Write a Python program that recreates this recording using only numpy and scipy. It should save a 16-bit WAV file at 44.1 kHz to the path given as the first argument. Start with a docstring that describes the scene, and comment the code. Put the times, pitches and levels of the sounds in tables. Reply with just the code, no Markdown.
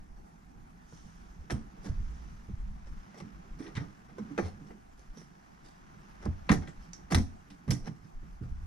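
"""Trim panel worked loose in a car boot

A plastic trim panel is worked loose in the open boot of a parked car. Clips snap, plastic scuffs and
the panel bumps the hollow body: bursts of tiny contacts drive decaying modes and noisy knocks and cracks.
Hands and cloth rub in between, over town hum and light wind on the microphones: shaped, flickering noise.
Sparse reflections follow each hit, and wind puffs press the microphones as short low-pitched swings.
"""
import sys
import numpy as np
from scipy import signal
from scipy.fft import rfft, irfft
from scipy.io import wavfile
from scipy.ndimage import uniform_filter1d

SR = 44100
rng = np.random.default_rng(int(sys.argv[2]) if len(sys.argv) > 2 else 0)


def persist_wave(psi):
    """Save psi, clipped to +-1, as 16-bit WAV."""
    counts = np.round(np.clip(psi, -1, 1) * 32767).astype(np.int16)
    wavfile.write(sys.argv[1], SR, np.atleast_2d(counts).T)


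N = 381906  # samples in the scene
SIZE = 12288  # samples in one hit
HZ = np.fft.rfftfreq(SIZE, 1 / SR)
LEAD = .004  # s of silence before each burst, room for the ports' phase lead


def gain_of(db):
    """Amplitude factor of a level in dB."""
    return 10 ** (np.asarray(db) / 20)


def evened(x):
    """Scales a signal to an RMS of one."""
    return x / np.sqrt(np.mean(x ** 2) + 1e-20)


def read(points, hz):
    """Reads a curve of (f, value) points along a logarithmic pitch axis."""
    f, value = np.transpose(points)
    return np.interp(np.log(hz + 1), np.log(f + 1), value)


def add(mix, s, sound):
    """Lays a sound into the mix from second s, cut at the end of the scene."""
    part = mix[..., round(s * SR):][..., :sound.shape[-1]]
    part += sound[..., :part.shape[-1]]


def causal(db):
    """Minimum-phase frequency response for a dB curve: nothing sounds before the blow."""
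    log_gain = np.log(gain_of(np.maximum(db, -100)))
    circle = np.concatenate([log_gain, log_gain[-2:0:-1]])
    return np.exp(np.conj(signal.hilbert(circle)))[:len(db)]


def rings(modes, weights):
    """Frequency response of exponentially decaying modes, each with its weight."""
    t = np.arange(SIZE) / SR
    hz, db, t60 = np.transpose(modes)[:, :, None]
    decay = gain_of(db - 60 * t / np.clip(t60, .005, .25))
    return rfft(weights @ (decay * np.sin(2 * np.pi * hz * t)))


def burst(t60, rise, clumpy_db, first_db=-57.0, lumpy_db=0.):
    """Tiny uneven contacts in lumps, with a brief first blow, swell and die away; a twin has other signs."""
    t = np.arange(SIZE) / SR - LEAD
    sizes = gain_of(clumpy_db * np.minimum(rng.exponential(1, SIZE), 5)) * rng.choice([-1, 1], (2, SIZE))
    lumps = gain_of(lumpy_db * np.repeat(rng.standard_normal(SIZE // 96), 96))
    rattle = lumps * gain_of(-60 * t / np.clip(t60, .005, .4))
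    first_blow = gain_of(first_db - 60 * np.maximum(t, 0) / 0.0087)
    swell = np.clip(t / rise, 0, 1) ** 2
    return rfft(swell * (rattle + first_blow) * sizes * (t < .2))


def ports(table, hz, first, second):
    """Spreads a spectrum over both ports; an unrelated twin makes up the share that is not alike."""
    db, phase, same = (read([(row[0], row[k]) for row in table], hz) for k in (1, 2, 3))
    port = gain_of(db / 2) * np.exp(.5j * phase)
    other = same * first + np.sqrt(1 - same ** 2) * second
    return np.array([port * first, other / port])


# The two microphone ports as heard from the boot:
# (f/Hz, left-right level/dB, left lead/rad, likeness 0-1)
NEAR_PORTS = [(100, -4, 0, 1), (250, -5.5, .2, 1), (450, -4.5, .8, .9), (680, -4, 1.7, .5),
              (1000, 0, 1.7, .9), (2000, 5, 1.2, .7), (2450, 6, 1, .4), (3000, 0, .2, .6),
              (4400, -3, .5, .8), (5200, -10, .8, .6), (6000, -11, 2, .25), (7000, -5, 3, .1),
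              (8200, 2, 4, .15), (12000, 0, 6, .1)]


def peaked(spectra, db, span):
    """Sound at both ports, its envelope over span samples peaking at the given level."""
    x = irfft(ports(NEAR_PORTS, HZ, *spectra))
    peak = np.sqrt(2 * uniform_filter1d(x.mean(0) ** 2, span).max() + 1e-20)
    return gain_of(db) * x / peak


def wash(colour, curve_db, table, size, patchy_db, flicker_db):
    """Two-channel noise with drifting patches and a flicker shared by all frequencies."""
    hop = size // 4
    frames, hz = N // hop + 5, np.fft.rfftfreq(size, 1 / SR)
    a, b, c, d, patches = rng.standard_normal((5, frames, len(hz)))
    patches = evened(uniform_filter1d(uniform_filter1d(patches, 9, 0), 9, 1))
    flicker = evened(uniform_filter1d(rng.standard_normal(frames), 3))[:, None]
    level_db = read(colour, hz) + patchy_db * patches + flicker_db * flicker
    z = ports(table, hz, a + 1j * b, c + 1j * d) * gain_of(level_db)
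    x = signal.istft(z, nperseg=size, noverlap=size - hop, time_axis=1, freq_axis=2)[1][:, :N]
    return gain_of(curve_db) * x / x.mean(0).std()


# The ports as heard from all around: (f/Hz, left-right level/dB, left lead/rad, likeness 0-1)
FAR_PORTS = [(60, -1, 0, .85), (150, -1, .4, .35), (300, -2, 1.5, .1), (450, 0, 3, .55),
             (750, -1, 3.1, .75), (1300, 0, 2.6, .5), (2450, 0, 1.9, .3), (3600, 0, .5, .55),
             (5200, -4, 0, .3), (6000, -6, .4, .1), (8000, 0, 0, 0)]
# Colour of the town hum: (f/Hz, relative level/dB per Hz)
TOWN_COLOUR = [(35, -37), (60, 1.5), (109, -12.5), (204, -5), (591, -22.5), (648, -15), (816, -10.5),
               (895, -18.5), (1670, -23), (3500, -40), (5950, -34.5), (8230, -39.5), (12500, -43.5),
               (14000, -47), (15000, -73)]


def town():
    """Steady broadband hum, strongest in the bass, that flickers slightly."""
    return wash(TOWN_COLOUR, -63, FAR_PORTS, size=1024, patchy_db=2.5, flicker_db=-1.2)


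# Course of the wind: (t/s, level/dB)
WIND = [(0, -50), (.35, -59.5), (.6, -54.5), (1.2, -60.5), (1.5, -51), (1.85, -54), (2.0, -36),
        (2.32, -43.5), (2.42, -54), (2.58, -40.5), (3.0, -46), (3.15, -62), (3.55, -49.5), (4.1, -62),
        (4.6, -56.5), (5.5, -64.5), (6.4, -50), (7.25, -56), (7.85, -62.5), (8.66, -38.5)]
# Colour of the wind, nearly all bass: (f/Hz, relative level/dB per Hz)
GUST_COLOUR = [(7.1, -36), (12, -12), (32, 18.5), (52, 1.5), (113, -12), (223, -11), (260, -31.5),
               (340, -41), (570, -120)]


def wind(t):
    """Light wind on the microphones: a low rumble of noise that swells and sinks."""
    level_db = np.interp(t, *np.transpose(WIND))
    return wash(GUST_COLOUR, level_db, FAR_PORTS, size=2048, patchy_db=3.0, flicker_db=1.8)


# Rubbing of hands and cloth: (t/s, rustle level/dB, low shuffle level/dB)
RUB = [(0, -75.5, -63), (.65, -73.5, -59.5), (1.08, -68, -68), (1.4, -69.5, -56.5), (2.05, -65.5, -55),
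       (2.77, -69, -64.5), (3.0, -65.5, -57.5), (3.4, -66.5, -53.5), (3.85, -65.5, -54),
       (4.08, -68.5, -56.5), (4.3, -63.5, -50.5), (4.7, -69, -53), (4.85, -72, -88), (5.05, -70, -65.5),
       (6.3, -65, -57.5), (7.5, -68.5, -60.5), (7.85, -72.5, -53.5), (8.66, -69, -87)]
# Colour of the rustle: (f/Hz, relative level/dB per Hz)
RUSTLE_COLOUR = [(410, -60), (700, 10.5), (1310, 9), (1720, 5), (3800, -9.5), (4210, -10.5), (6040, -7),
                 (7900, -21.5), (13500, -31), (15000, -37)]
# Colour of the low shuffle: (f/Hz, relative level/dB per Hz)
SHUFFLE_COLOUR = [(59, -51), (100, -24), (166, 1), (237, -12.5), (297, -16.5), (334, -16.5), (600, -31.5),
                  (780, -79), (1320, -120)]


def rubbing(t):
    """Friction of hands and cloth: a rustle of noise over a low shuffle, each with its own course."""
    s, rustle_db, shuffle_db = np.transpose(RUB)
    rustle = wash(RUSTLE_COLOUR, np.interp(t, s, rustle_db), FAR_PORTS,
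                  size=256, patchy_db=0.5, flicker_db=-1.5)
    shuffle = wash(SHUFFLE_COLOUR, np.interp(t, s, shuffle_db), NEAR_PORTS,
                   size=1024, patchy_db=2.5, flicker_db=0.0)
    return rustle + shuffle


# Bright swishes of clothing: (t/s of the crest, level/dB, rise/s, fade/s)
SWISHES = [(.96, -67.5, 0.087, 0.28), (2.2, -73, 0.26, 0.32)]
# Colour of a swish: (f/Hz, relative level/dB per Hz)
SWISH_COLOUR = [(1760, -34), (3000, -3.5), (4370, -7), (6030, 2.5), (7960, -10.5), (9890, -10.5),
                (14500, -34)]


def swishes(t):
    """Cloth sweeps past cloth: a thin hiss swells and fades."""
    swell = 0
    for s, db, rise, fade in SWISHES:
        swell = swell + gain_of(db) * np.exp(-np.where(t < s, ((t - s) / rise) ** 2, (t - s) / fade))
    return swell * wash(SWISH_COLOUR, 0, FAR_PORTS, size=256, patchy_db=1.5, flicker_db=-0.5)


# Bumps on the body: (t/s of the full push, level/dB, strongest f/Hz, push t60/s, held to 0.4 at most)
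BUMPS = [(0.921, -47, 177, 0.47), (1.047, -45.5, 169, 0.29), (1.374, -42, 71, 0.084),
         (1.507, -34, 221, 0.37), (1.531, -27.5, 118.4, 0.11), (1.564, -45, 64.6, 0.06),
         (1.857, -38.5, 252, 0.08), (1.867, -37, 156, 0.23), (1.899, -25, 91, 0.07),
         (1.988, -34.5, 67, 0.23), (2.07, -35, 53.7, 0.44), (2.199, -40, 54, 0.46),
         (2.491, -34.5, 145, 0.064), (3.212, -40, 184, 0.12), (3.238, -40.5, 188, 0.18),
         (3.602, -34.5, 263, 0.064), (3.658, -44.5, 356, 0.18), (3.752, -33, 122, 0.11),
         (3.772, -27, 148.6, 0.048), (3.79, -42, 127, 0.13), (3.809, -33.5, 183, 0.076),
         (4.189, -34.5, 209, 0.33), (4.312, -37, 258, 0.045), (4.384, -30, 201, 0.3),
         (4.428, -30, 100, 0.063), (4.61, -50, 310, 0.16), (4.698, -49.5, 230, 0.36),
         (4.745, -55, 330, 0.076), (5.166, -46, 171, 0.53), (6.259, -29, 203, 0.076),
         (6.268, -31.5, 198, 0.07), (6.28, -24.5, 99.4, 0.15), (6.496, -18.5, 185, 0.075),
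         (6.506, -19.5, 193, 0.055), (6.52, -18.5, 170, 0.034), (6.541, -29, 120, 0.19),
         (6.556, -26.5, 163, 0.19), (6.576, -33.5, 82, 0.13), (6.68, -41, 184, 0.061),
         (7.113, -27, 194, 0.1), (7.125, -24, 165, 0.084), (7.147, -20, 90.5, 0.19), (7.16, -24, 201, 0.11),
         (7.176, -29, 99, 0.16), (7.198, -26.5, 210, 0.05), (7.207, -26, 70, 0.091),
         (7.502, -46.5, 188, 0.17), (7.68, -30, 171, 0.085), (7.696, -19.5, 120, 0.064),
         (7.722, -34, 270, 0.073), (7.719, -24, 119, 0.12), (7.874, -33.5, 161, 0.18),
         (8.034, -43.5, 147, 0.22), (8.231, -44, 169, 0.2), (8.414, -32, 109, 0.19),
         (8.606, -37, 78, 0.067)]
# Modes of the hollow body: (f/Hz, relative level/dB, t60/s)
BODY = [(54.7, -8, 0.13), (74.4, -8, 0.18), (88.9, -4, 0.19), (126, -3, 0.089), (151.4, -7, 0.053),
        (169, 1, 0.075), (213, 1.5, 0.074), (286.7, 4, 0.13), (334, -2, 0.11), (413, 4, 0.16),
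        (474, -21, 0.064)]


def bumps(rise):
    """A soft push drives the hollow body; modes near the bump's pitch answer most."""
    out, body_hz = np.zeros((2, N)), np.transpose(BODY)[0]
    for s, db, hz, t60 in BUMPS:
        soft = causal(-9. * np.log2(np.maximum(HZ / (3.3 * hz), 1)))  # a soft push has little treble
        octaves = np.log2(body_hz / hz)
        near_db = np.minimum(20.2 * octaves, -30. * octaves)  # modes above the pitch fall off faster
        near = gain_of(near_db) * rng.choice([-1, 1], len(BODY))
        push = burst(t60, rise, clumpy_db=2.0, first_db=12.5)
        add(out, s - LEAD - rise, peaked(push * soft * rings(BODY, near), db, span=600))
    return out


# Modes of the plastic panel: (f/Hz, relative level/dB, t60/s)
PANEL = [(480, -7, .05), (567, -9, .06), (660, -10, .05), (776, 0, .035), (1043, -11, .046),
         (1223, -2, .05), (1417, -14, .05), (1576, -8, .06), (1819, -9, .045), (1925, -7, .04),
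         (2043, -9, .04), (2170, -13, .04), (2300, -14, .04), (2420, -16, .04), (2700, -20, .03),
         (3300, -17, .03), (3700, -21, .025), (4250, -20, .025)]
# Where the panel is held and struck: (from t/s, relative ring level/dB, two favoured pitches f/Hz, f/Hz)
SPOTS = [(0, -6, 1043, 2420), (3., 0, 1223, 2060), (4.05, 10, 1223, 1240), (4.15, 2.5, 1043, 1660),
         (4.35, 1, 776, 2230), (4.9, -8, 776, 1925), (6.45, 2.5, 776, 1900), (7., -1.5, 720, 2060),
         (7.6, -2, 1223, 1880)]
# Colour of the dry knock: (f/Hz, relative level/dB per Hz)
KNOCK_COLOUR = [(210, -16), (350, 7), (559, -1.5), (780, 0.5), (960, -1.5), (1250, -2), (1500, -3.5),
                (1990, -6), (2860, -18), (4200, -23.5), (5460, -43.5), (9240, -120)]
# Colour of the crack: (f/Hz, relative level/dB per Hz)
CRACK_COLOUR = [(1650, -27.5), (2700, -8), (3270, -2.5), (3930, -3), (5650, 3), (7210, -5), (9000, -8.5),
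                (9980, -7.5), (14100, -31), (16400, -42)]
FAVOUR_DB, FAVOUR_OCTAVES = 6.5, 0.23  # lift of the modes near a spot's pitches, and its reach
SPOT_DB = 2.2  # chance change of the modes from blow to blow
BANDS_DB = 4  # each crack has its own uneven bands, a few hundred Hz wide
CRACK_TILT_DB = 0.5  # dB per octave at a crack level of -56.5 dB
HARDER_BRIGHTER = 0.15  # growth of that tilt per dB of crack level


def panel_body(s, tilt_db, knock):
    """The panel's modes, as the spot held at second s favours them, ring over a dry knock."""
    _, ring_db, *pitches = [row for row in SPOTS if row[0] <= s][-1]
    octaves = np.log2(np.transpose(PANEL)[0][:, None] / pitches) / FAVOUR_OCTAVES
    favour_db = ring_db + FAVOUR_DB * np.exp(-octaves ** 2).max(1)
    chance_db = SPOT_DB * rng.standard_normal(len(PANEL))
    spot = gain_of(favour_db + chance_db) * rng.choice([-1, 1], len(PANEL))
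    tilt = causal(tilt_db * np.log2(np.clip(HZ, 300, 3500) / 1200))
    return (knock + gain_of(-42.0) * rings(PANEL, spot)) * tilt


def crack_edge(crack_db, crack):
    """The bright edge of a blow, brighter when harder."""
    tilt_db = CRACK_TILT_DB + HARDER_BRIGHTER * (crack_db + 56.5)
    bands_db = BANDS_DB * np.interp(HZ, np.arange(0, 22400, 400), rng.standard_normal(56))
    return crack * causal(bands_db + tilt_db * np.log2(np.clip(HZ, 2500, 16000) / 6000))


def panel(events, rise_s, swell, **contact):
    """Each burst of contacts drives both the panel's body and its crack, each at its own level."""
    out = np.zeros((2, N))
    knock, crack = causal(read(KNOCK_COLOUR, HZ)), causal(read(CRACK_COLOUR, HZ))
    for s, panel_db, crack_db, t60, tilt_db in events:
        body, edge = panel_body(s, tilt_db, knock), crack_edge(crack_db, crack)
        rise = rise_s + swell * t60
        contacts = burst(t60, rise, **contact)
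        hit = peaked(contacts * body, panel_db, span=120) + peaked(contacts * edge, crack_db, span=120)
        add(out, s - LEAD - .5 * rise, hit)
    return out


# Sharp snaps of clips: (t/s of mid-rise, panel level/dB, crack level/dB,
# rattle t60/s, held to 0.4 at most, panel tilt/dB per octave)
SNAPS = [(.924, -50, -76, 0.045, -5.5), (1.499, -36.5, -52, 0.047, 0.5), (1.505, -33, -41.5, 0.033, 4),
         (1.511, -34, -44, 0.12, -2), (3.143, -49.5, -66, 0.19, -1.5), (3.2015, -43.5, -55, 0.069, -2),
         (3.624, -53, -68, .05, 12), (3.664, -50.5, -73, 0.077, 12), (3.752, -45, -54, 0.12, 7),
         (3.767, -40, -51.5, 0.068, 7.5), (3.773, -40.5, -53.5, 0.11, 2), (4.183, -35.5, -61.5, 0.079, -5),
         (4.378, -28, -47, 0.066, 0), (4.387, -23.5, -54, 0.076, -6.5), (4.394, -41.5, -51.5, 0.24, -3),
         (4.705, -48, -82, 0.092, -5.5), (5.172, -47, -55, 0.074, -6), (5.216, -53, -71, 0.038, 0),
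         (6.254, -43.5, -49.5, 0.042, -4), (6.26, -33, -72, 0.072, -5.5), (6.4905, -27.5, -60, 0.044, 3),
         (6.4935, -23.5, -41.5, 0.031, 3.5), (6.502, -26, -43.5, 0.059, 1), (6.51, -32, -47, 0.051, 5),
         (6.5165, -26.5, -33.5, 0.047, 3.5), (6.525, -28.5, -39.5, 0.053, -1.5),
         (6.537, -35.5, -42, 0.1, -1.5), (6.673, -45, -60, 0.07, 2), (7.11, -44, -42, 0.1, -7),
         (7.12, -29, -38, 0.039, 1.5), (7.1235, -28, -40, 0.045, 3.5), (7.131, -29.5, -40, 0.086, -3.5),
         (7.1462, -23, -28.5, 0.017, 4), (7.151, -34, -28.5, 0.027, 9), (7.158, -34, -38, 0.05, -0.5),
         (7.182, -44, -46, .05, 3), (7.176, -34, -46, 0.061, -2), (7.502, -57, -59, 0.15, 4),
         (7.679, -41.5, -57, 0.48, -1.5), (7.706, -41, -33.5, 0.043, -0.5), (7.709, -33, -31.5, 0.035, 1.5),
         (7.717, -43, -38, 0.076, -1.5), (7.733, -52, -43, 0.092, -2)]


def snaps():
    """Clips let go: a sharp blow and a short rattle strike the panel."""
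    return panel(SNAPS, rise_s=.0008, swell=0, clumpy_db=3.0, first_db=-10.5, lumpy_db=1.5)


# How fast the reflections die in each band: (f/Hz, t60/s)
BOOT = [(100, 0.37), (500, 0.34), (2000, 0.19), (6000, 0.32), (14000, 0.25)]


def boot(x):
    """Sparse reflections of random sign from boot, car and walls, each band dying at its own speed."""
    taps = np.zeros((2, SR // 2))
    at = np.arange(160, SR // 2 - 20, 20) + rng.integers(0, 20, (2, (SR // 2 - 161) // 20))
    np.put_along_axis(taps, at, rng.choice([-1., 1.], at.shape), 1)
    hz, t, z = signal.stft(taps, SR, nperseg=256)
    decay = gain_of(-60 * t / np.maximum(read(BOOT, hz), .02)[:, None])
    tail = signal.istft(z * decay, SR, nperseg=256)[1]
    return signal.fftconvolve(x, tail / np.linalg.norm(tail[0]), axes=1)[:, :N]


# Single puffs of wind, each starting 10 ms before t: (t/s, level/dB before a small chance change, f/Hz)
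BUFFETS = [(1.302, -43, 45.5), (1.787, -41.5, 33.4), (2.019, -47, 24), (2.492, -33, 63.4), (2.541, -30, 85),
           (2.604, -35, 40), (2.677, -45, 44.4), (2.952, -38.5, 21.5), (3.5, -37, 25.4), (4.406, -43, 24.6),
           (5.083, -37.5, 27.2), (6.254, -33, 69), (6.587, -40, 71.5), (6.773, -42, 27.4),
           (7.299, -44, 22.1), (7.676, -56, 70), (7.798, -35, 21.8), (8.139, -35.5, 22.3),
           (8.189, -37.5, 26.8), (8.39, -45, 29.6), (8.577, -53, 31)]


def buffets(turns):
    """A puff presses both microphones for a cycle or two."""
    out = np.zeros((2, N))
    for s, db, hz in BUFFETS:
        u = np.arange(0, turns, hz / SR)  # cycles since the puff began
        phase = rng.random() + 0.075 * rng.standard_normal((2, 1))
        puff = np.sin(np.pi * u / turns) ** 2 * np.cos(2 * np.pi * (u + phase))
        add(out, max(s - .01, 0), gain_of(db + 0.62 * rng.standard_normal((2, 1))) * puff)
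    return out


# Soft scuffs: (t/s of mid-rise, panel level/dB, crack level/dB, rattle t60/s, held to 0.4 at most)
SCUFFS = [(1.539, -50, -65, 0.28), (1.835, -46.5, -54.5, 0.26), (1.853, -42.5, -59, 0.15),
          (1.882, -54, -62.5, 0.08), (2.863, -53, -63, 0.12), (3.172, -50, -56.5, 0.15),
          (3.59, -47, -60, 0.14), (3.622, -49, -59.5, 0.29), (3.642, -56, -74, 0.31),
          (3.664, -51, -67, 0.21), (3.683, -59, -66, 0.064), (3.799, -47, -61, 0.24),
          (4.078, -54.5, -76, .2), (4.31, -59, -70, 0.11), (4.418, -43.5, -60, 0.2), (4.44, -44, -55.5, .2),
          (4.462, -47, -58, 0.14), (4.668, -64, -66.5, 0.066), (4.975, -58, -60, 0.33),
          (5.161, -53, -55, 0.33), (5.2, -58, -61, 0.17), (5.645, -57.5, -59.5, 0.32),
          (6.214, -47.5, -59, .3), (6.545, -44.5, -60, 0.21), (6.615, -46, -63, 0.21),
          (6.68, -51, -57.5, 0.16), (6.799, -70, -63, 0.46), (7.107, -31, -48.5, 0.058),
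          (7.168, -38.5, -47, 0.16), (7.745, -56, -65, 0.12), (7.84, -50, -55, 0.29),
          (7.871, -39, -52, .06), (8.032, -62, -68, 0.22), (8.427, -57.5, -70, .16)]


def scuffs():
    """Plastic slides on plastic: softly swelling contacts without a hard first blow."""
    tilted = [(*row, -1.5) for row in SCUFFS]  # panel tilt in dB per octave
    # the swell lasts 8 ms plus a tenth of the listed t60
    return panel(tilted, rise_s=.008, swell=.1, clumpy_db=3.5, lumpy_db=3)


# Ticks of a small loose clip: (t/s, level/dB, rattle t60/s)
TICK = [(6.9327, -42, 0.13)]
CLIP = [(5600, 6.9, .008), (5800, 27, 0.0097), (6040, 19, 0.0085), (6500, 6.3, .007)]


def tick():
    """A short bright rattle of one small clip: a hard blow and fine contacts ring its modes."""
    out = np.zeros((2, N))
    for s, db, t60 in TICK:
        contacts = burst(t60, 0.00047, clumpy_db=-7.0, first_db=17.0, lumpy_db=3.5)
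        duller = causal(-9. * np.log2(np.maximum(HZ / 7000, 1)))
        ring = rings(CLIP, np.ones(len(CLIP))) * duller
        add(out, s - LEAD, peaked(contacts * ring, db, span=120))
    return out


def scene():
    """Hits with their reflections, over rubbing, swishes, wind and town."""
    t = np.arange(N) / SR
    hits = bumps(rise=0.00696) + snaps() + scuffs() + tick()
    background = town() + wind(t) + rubbing(t) + swishes(t) + buffets(turns=1.9)
    return hits + gain_of(-11.5) * boot(hits) + background


def record(dry):
    """The band limit of the recorder: a steep low-pass at 16.4 kHz."""
    low_pass = signal.firwin(511, 16400, window=("kaiser", 9), fs=SR)
    return signal.oaconvolve(dry, low_pass[None], "same")


dry = scene()
out = record(dry)
persist_wave(out)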